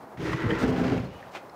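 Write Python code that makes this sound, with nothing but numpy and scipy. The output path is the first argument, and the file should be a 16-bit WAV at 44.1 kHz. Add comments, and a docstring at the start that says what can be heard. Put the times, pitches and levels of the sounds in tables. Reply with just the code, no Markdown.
"""Plywood drawer pulled from a bed platform

A hand pulls the drawer out in a parked vehicle, over a far traffic wash of shaped noise.
Uneven clicks of wood slipping on wood ring the frame, the box (its tone changes on the way out) and thin panels.
Contents rustle as swells of crackle and tick as dying rings; low rings are the jolts.
Wavering tones hum where slips lock to a resonance, and faint squeaks are narrow noise.
A short dense scuff comes late, with a few faint ticks after it.
"""
import sys
import numpy as np
from scipy import signal
from scipy.io import wavfile

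SR = 44100
rng = np.random.default_rng(int(sys.argv[2]) if len(sys.argv) > 2 else 0)


def materialize(psi):
    """Save the field psi as 16-bit PCM at rate SR to the path in sys.argv[1].

    A 1-D psi becomes a single channel; in a 2-D psi each row is a channel.
    """
    bounded = np.clip(np.atleast_2d(psi).T, -1, 1)
    quanta = np.round(bounded * 32767).astype(np.int16)
    wavfile.write(sys.argv[1], SR, quanta)


N = 68355
TIME_S = np.arange(N) / SR


def amp(db):
    """Decibels to linear gain."""
    return 10 ** (np.asarray(db) / 20)


def evened(x):
    """Scale to an rms of 1."""
    return x / np.sqrt(np.mean(x ** 2) + 1e-20)


def filtered(x, order, hz, kind="low"):
    """Butterworth low-pass or high-pass."""
    return signal.sosfilt(signal.butter(order, hz, kind, fs=SR, output="sos"), x)


def coloured(x, points):
    """Minimum-phase filter with the table's spectrum, falling away below its first point; rms 1."""
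    point_hz, point_db = np.transpose(points)
    hz = abs(np.fft.fftfreq(4096, 1 / SR))
    log_gain = np.interp(np.log(hz + 1), np.log(point_hz), point_db) * np.log(10) / 20
    log_gain += 2 * np.log(np.clip(hz / point_hz[0], 1e-4, 1))
    # the Hilbert transform of the log gain gives the phase of a causal filter
    taps = np.fft.ifft(np.exp(np.conj(signal.hilbert(log_gain)))).real[:2048]
    return evened(signal.oaconvolve(x, taps)[:N])


def drift(cutoff_hz):
    """Random wavering of rms 1: noise low-passed at the cutoff."""
    return evened(filtered(rng.standard_normal(N), 2, cutoff_hz))


def slips(per_s, spread_db):
    """Stick and slip as random clicks of uneven size and either sign."""
    chance = rng.random(N)
    size = np.minimum(rng.exponential(1, N), 4)
    sign = rng.choice([-1., 1.], N)
    return (chance < per_s / SR) * sign * amp(spread_db * size)


def ring(x, hz, width_hz):
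    """One damped mode as a two-pole resonator; a wider mode dies sooner."""
    r = np.exp(-np.pi * width_hz / SR)
    return evened(signal.lfilter([1, 0, -1], [1, -2 * r * np.cos(2 * np.pi * hz / SR), r * r], x))


def fuzzy_tone(hz, width_hz):
    """Noise through the same resonance twice: a rough tone around one pitch."""
    return ring(ring(rng.standard_normal(N), hz, width_hz), hz, width_hz)


# spectrum of far traffic and hiss: pitch_hz, relative_db_per_hz
WASH_SPECTRUM = [(15, -8), (25, -7), (783, 2), (946, 0.5), (1240, -4), (1660, -12), (1960, -14.5),
                 (2180, -19), (3170, -26), (4630, -27.5), (7710, -33.5), (15500, -34.5)]
WASH_DB, WASH_WAVER_DB, WASH_WAVER_HZ = -46.5, 1.4, 11.6


def wash():
    """Far traffic and microphone hiss: shaped noise, gently wavering."""
    level_db = WASH_DB + WASH_WAVER_DB * drift(WASH_WAVER_HZ)
    return amp(level_db) * coloured(rng.standard_normal(N), WASH_SPECTRUM)


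def rung(x, modes, free):
    """Clicks ring a set of modes whose strengths change as the drawer comes out."""
    total, power = 0, 0
    for k, (hz, width_hz, enclosed_db, free_db) in enumerate(modes):
        gain = amp(enclosed_db + (free_db - enclosed_db) * free)
        total = total + (-1) ** k * gain * ring(x, hz, width_hz)  # alternating polarity
        power = power + gain ** 2
    return total / np.sqrt(power)


# course of the pull: time_s, frame_rumble_db, box_db, panel_scrape_db, grit_db
PULL_LEVELS = [(0.14, -51, -84, -82, -91), (0.162, -53, -68, -91, -89), (0.175, -45, -60, -43.5, -49),
               (0.189, -31, -57, -64, -57.5), (0.204, -31.5, -37.5, -48.5, -50),
               (0.268, -34.5, -29.5, -38, -42.5), (0.334, -30.5, -37, -37.5, -44),
               (0.356, -40, -36, -45.5, -44.5), (0.394, -45.5, -34.5, -38, -46),
               (0.46, -21, -32, -36.5, -47), (0.483, -44, -32.5, -34, -47.5),
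               (0.51, -27, -26.5, -32, -48.5), (0.524, -27.5, -32.5, -40.5, -46),
               (0.592, -39, -36, -33, -45.5), (0.63, -28, -30, -32, -43), (0.734, -29, -34, -38.5, -48),
               (0.788, -36.5, -29, -35, -46), (0.818, -25.5, -32.5, -37, -45.5),
               (0.895, -31, -32.5, -34.5, -42), (0.928, -27.5, -27, -34, -44),
               (1.004, -30.5, -40, -43, -49), (1.018, -41, -43, -48.5, -51), (1.045, -33, -39, -44, -53),
               (1.07, -38, -41, -68, -56), (1.15, -54, -49, -59, -57), (1.276, -53, -69, -60, -60.5),
               (1.3, -69, -59, -55, -61)]
# modes of frame, box and thin panels: pitch_hz, width_hz, enclosed_relative_db, free_relative_db
FRAME_MODES = [(58.3, 51, 0.5, -2), (91.7, 50, -2, -6.5), (124.7, 56, 2.5, 10), (153.6, 30, -2.5, 5.5),
               (175.4, 5.9, -1, 3.5)]
BOX_MODES = [(240.6, 43, -8.5, -4), (319, 21.4, 3.5, -7), (351, 34, -1.5, -10.5), (400, 34.5, 0, -9.5),
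             (491.4, 29, -6, -9), (565, 105, -7.5, -10.5)]
PANEL_MODES = [(649, 140, 2.2, 16), (835, 74, 12, 12.5), (913, 192, 26, 11), (1140, 264, 24.8, 11),
               (1376, 113, 23.4, 8.5), (1499, 28, 19.9, 5.5), (1620, 145, 20.7, 6.5),
               (1814, 50, 20.5, -2.5), (1952, 94, 23.2, -1)]
# spectrum of the fine grit: pitch_hz, relative_db
GRIT_SPECTRUM = [(2200, 14), (2900, 11), (3700, 5), (5000, 1.5), (6500, -3.5), (8500, -14), (15000, -22)]
# in order: frame, box, panels, grit
SLIPS_PER_S, SLIP_SPREAD_DB = (1500, 2000, 2200, 4000), (1.3, 1.5, 2.2, 2.2)
JUDDER_HZ, JUDDER_DB = 44, (0.46, 0.96, 0.83, 1.3)
CONTACT_HZ = (494, 1190, 3080)  # soft wood contact dulls the slips: frame, box, panels
OUT_MID_S, OUT_SPAN_S = 0.603, 0.042  # the box passes from mostly enclosed to mostly free


def drawer():
    """Slips under one shared judder drive frame, box, panels and grit."""
    free = .5 + .5 * np.tanh((TIME_S - OUT_MID_S) / OUT_SPAN_S)
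    judder = drift(JUDDER_HZ)
    drive = [slips(n, spread_db) * amp(judder_db * judder)
             for n, spread_db, judder_db in zip(SLIPS_PER_S, SLIP_SPREAD_DB, JUDDER_DB)]
    parts = []
    for x, contact_hz, modes in zip(drive, CONTACT_HZ, (FRAME_MODES, BOX_MODES, PANEL_MODES)):
        parts.append(evened(rung(filtered(x, 2, contact_hz), modes, free)))
    parts.append(coloured(drive[-1], GRIT_SPECTRUM))
    time_s, *levels_db = np.transpose(PULL_LEVELS)
    return sum(amp(np.interp(TIME_S, time_s, level_db, left=-120, right=-120)) * part
               for level_db, part in zip(levels_db, parts))


# ticks of small things: start_s, level_db, pitch_hz, t60_s, roughness_0_to_1
TICK_EVENTS = [(0.172, -39, 2000, 0.06, 0.53), (.2965, -23, 1910, .025, .3), (0.3107, -27, 1470, .012, .2),
               (.330, -24, 1967, 0.042, 0.44), (.332, -25, 1096, .05, 0.65), (0.495, -36, 2950, 0.025, 0),
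               (0.505, -31, 3110, 0.069, 0.36), (.507, -22, 1887, 0.041, 0.62),
               (0.532, -28, 1930, 0.022, 0.2), (1.172, -54, 6000, 0.0074, .5),
               (1.227, -40.5, 1840, 0.05, 0.69), (1.260, -46, 3120, 0.015, .6),
               (1.3509, -23, 870, 0.011, 0), (1.36, -25, 2000, 0.005, 0.2), (1.37, -28.5, 1350, 0.011, 0),
               (1.369, -36, 3040, 0.019, 0.3), (1.495, -48.5, 4100, 0.02, 0.18),
               (1.497, -48.5, 5250, 0.018, 0.3), (1.496, -43, 2210, 0.012, 0.7)]
TICK_WIDTH_SHARE = .16  # width of the rough part, as a share of the pitch
TICK_RISE_S = 0.00029


def ticks():
    """Each tick is a dying ring, more or less roughened around its pitch."""
    out = np.zeros(N)
    for start_s, level_db, hz, t60_s, rough in TICK_EVENTS:
        t = np.maximum(TIME_S - start_s, 0)
        rough = np.clip(rough, 0, 1)
        envelope = amp(level_db - 60 * t / t60_s) * (1 - np.exp(-t / TICK_RISE_S))
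        fuzz = fuzzy_tone(hz, TICK_WIDTH_SHARE * hz)
        out += envelope * (rough * fuzz - (1 - rough) * np.sin(2 * np.pi * hz * t))
    return out


# bright rustles of the contents: start_s, length_s, level_db
RUSTLE_SWELLS = [(0.218, 0.13, -53), (0.321, 0.022, -52), (0.489, 0.055, -54.5), (0.586, 0.027, -47),
                 (0.603, 0.049, -46.5), (0.675, 0.043, -51), (0.768, 0.072, -53.5), (1.31, 0.099, -59.5)]
# spectrum of the rustle: pitch_hz, relative_db
RUSTLE_SPECTRUM = [(3000, 2.5), (5000, 2.5), (8000, -6), (12000, -17), (15500, -11)]
RUSTLE_SKEW = .55  # below 1 the swell rises faster than it falls


def rustles():
    """The contents shift: fine crackle in short swells that start quickly."""
    power = np.zeros(N)
    for start_s, length_s, level_db in RUSTLE_SWELLS:
        progress = np.clip((TIME_S - start_s) / length_s, 0, 1)
        power += amp(2 * level_db) * np.sin(np.pi * progress ** RUSTLE_SKEW)
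    return np.sqrt(abs(power)) * coloured(slips(6000, spread_db=2.2), RUSTLE_SPECTRUM)


# the drawer jolts: start_s, level_db, pitch_hz, t60_s
KNOCK_EVENTS = [(0.336, -14, 132.4, 0.083), (.452, -13, 107, 0.11), (.995, -23, 117.7, 0.13),
                (1.152, -17, 90.5, 0.023)]
KNOCK_RISE_CYCLES = 0.97


def knocks():
    """Each jolt is one low dying ring."""
    out = np.zeros(N)
    for start_s, level_db, hz, t60_s in KNOCK_EVENTS:
        t = np.maximum(TIME_S - start_s, 0)
        rise = 1 - np.exp(-t * hz / KNOCK_RISE_CYCLES)
        out -= amp(level_db - 60 * t / t60_s) * rise * np.sin(2 * np.pi * hz * t)
    return out


HOLLOW_SMALL_HZ, HOLLOW_LARGE_HZ, HOLLOW_MID_S, HOLLOW_SPAN_S = 480, 424, 0.66, 0.038


def hollow_pitch():
    """The hollow behind the drawer drops in pitch as it grows."""
    grown = .5 + .5 * np.tanh((TIME_S - HOLLOW_MID_S) / HOLLOW_SPAN_S)
    return HOLLOW_SMALL_HZ + (HOLLOW_LARGE_HZ - HOLLOW_SMALL_HZ) * grown


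def hum(hz, wander_hz, time_s, level_db):
    """A rough, wandering tone where the slips lock to one resonance."""
    db = np.interp(TIME_S, time_s, level_db, left=-120, right=-120)
    flutter_db = 3.2 * drift(70)
    pitch_hz = hz + wander_hz * drift(46.7)
    return amp(db + flutter_db) * evened(np.sin(2 * np.pi * np.cumsum(pitch_hz) / SR))


# course of the locked tones: time_s, box_hum_db, hollow_db
TONE_LEVELS = [(.46, -54, -45), (.505, -48, -32), (.57, -55, -43.5), (.632, -29, -34), (.688, -30.5, -30),
               (.742, -26.5, -41), (.77, -39, -44), (.803, -37, -43), (.816, -25, -37.5), (.868, -29, -39),
               (.905, -35, -40), (.93, -31.5, -29), (.97, -43, -41), (.995, -29.5, -51), (1.03, -53, -51)]
HUM_HZ, HUM_WANDER_HZ, HOLLOW_WANDER_HZ = 256, 6.3, 13.2  # wander as rms


def locked_tones():
    """The slips lock to the box's main mode and to the hollow."""
    time_s, box_db, hollow_db = np.transpose(TONE_LEVELS)
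    box_hum = hum(HUM_HZ, HUM_WANDER_HZ, time_s, box_db)
    return box_hum + hum(hollow_pitch(), HOLLOW_WANDER_HZ, time_s, hollow_db)


# faint thin squeaks as the drawer slows: start_s, length_s, level_db, pitch_hz
SQUEAK_EVENTS = [(1.04, 0.04, -63, 4290), (1.063, 0.17, -62, 2900)]
SQUEAK_WIDTH_HZ = 150


def squeaks():
    """Narrow fuzzy whistles that swell and fade."""
    out = np.zeros(N)
    for start_s, length_s, level_db, hz in SQUEAK_EVENTS:
        swell = np.sin(np.pi * np.clip((TIME_S - start_s) / length_s, 0, 1))
        out += amp(level_db) * swell * fuzzy_tone(hz, SQUEAK_WIDTH_HZ)
    return out


# spectrum of the scuff: pitch_hz, relative_db
SCUFF_SPECTRUM = [(250, -2.5), (500, 4.5), (850, 2.5), (1500, -2.5), (2200, 3), (3200, -5.5), (5000, -14.5),
                  (8000, -23.5), (15000, -39)]
SCUFF_PEAK_S, SCUFF_RISE_S, SCUFF_FALL_S, SCUFF_DB = 1.358, .009, .014, -38


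def scuff():
    """A brief dense rub that swells and dies."""
    t = TIME_S - SCUFF_PEAK_S
    pace_s = np.where(t < 0, SCUFF_RISE_S, SCUFF_FALL_S)
    swell = 1 / np.cosh(np.clip(t / pace_s, -20, 20))
    return amp(SCUFF_DB) * swell * coloured(slips(4000, spread_db=3.0), SCUFF_SPECTRUM)


CABIN_T60_S, CABIN_DB, CABIN_LOW_HZ = 0.3, -12, 680


def cabin(x):
    """A short dense tail from the walls of the vehicle, without bass."""
    t = np.arange(round(.2 * SR)) / SR  # the tail is cut off at 0.2 s
    tail = rng.standard_normal(len(t)) * amp(-60 * t / CABIN_T60_S) * (t > .003)
    tail = filtered(tail, 2, CABIN_LOW_HZ, "high")
    return x + amp(CABIN_DB) * signal.oaconvolve(x, tail / np.linalg.norm(tail))[:N]


def scene():
    """Wood and contents sound in the cabin; jolts and wash stay without its tail."""
    inside = drawer() + ticks() + rustles() + locked_tones() + squeaks() + scuff()
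    return (cabin(inside) + knocks() + wash())[None]


MIC_LOW_HZ, EDGE_HZ = 55, 15690


def record(dry):
    """The microphone's bass roll-off and the band limit of the recorder."""
    thin = filtered(dry, 4, MIC_LOW_HZ, "high")
    band_limit = signal.firwin(1023, EDGE_HZ, window=("kaiser", 9), fs=SR)
    return signal.oaconvolve(thin, band_limit[None], "same")


dry = scene()
out = record(dry)
materialize(out)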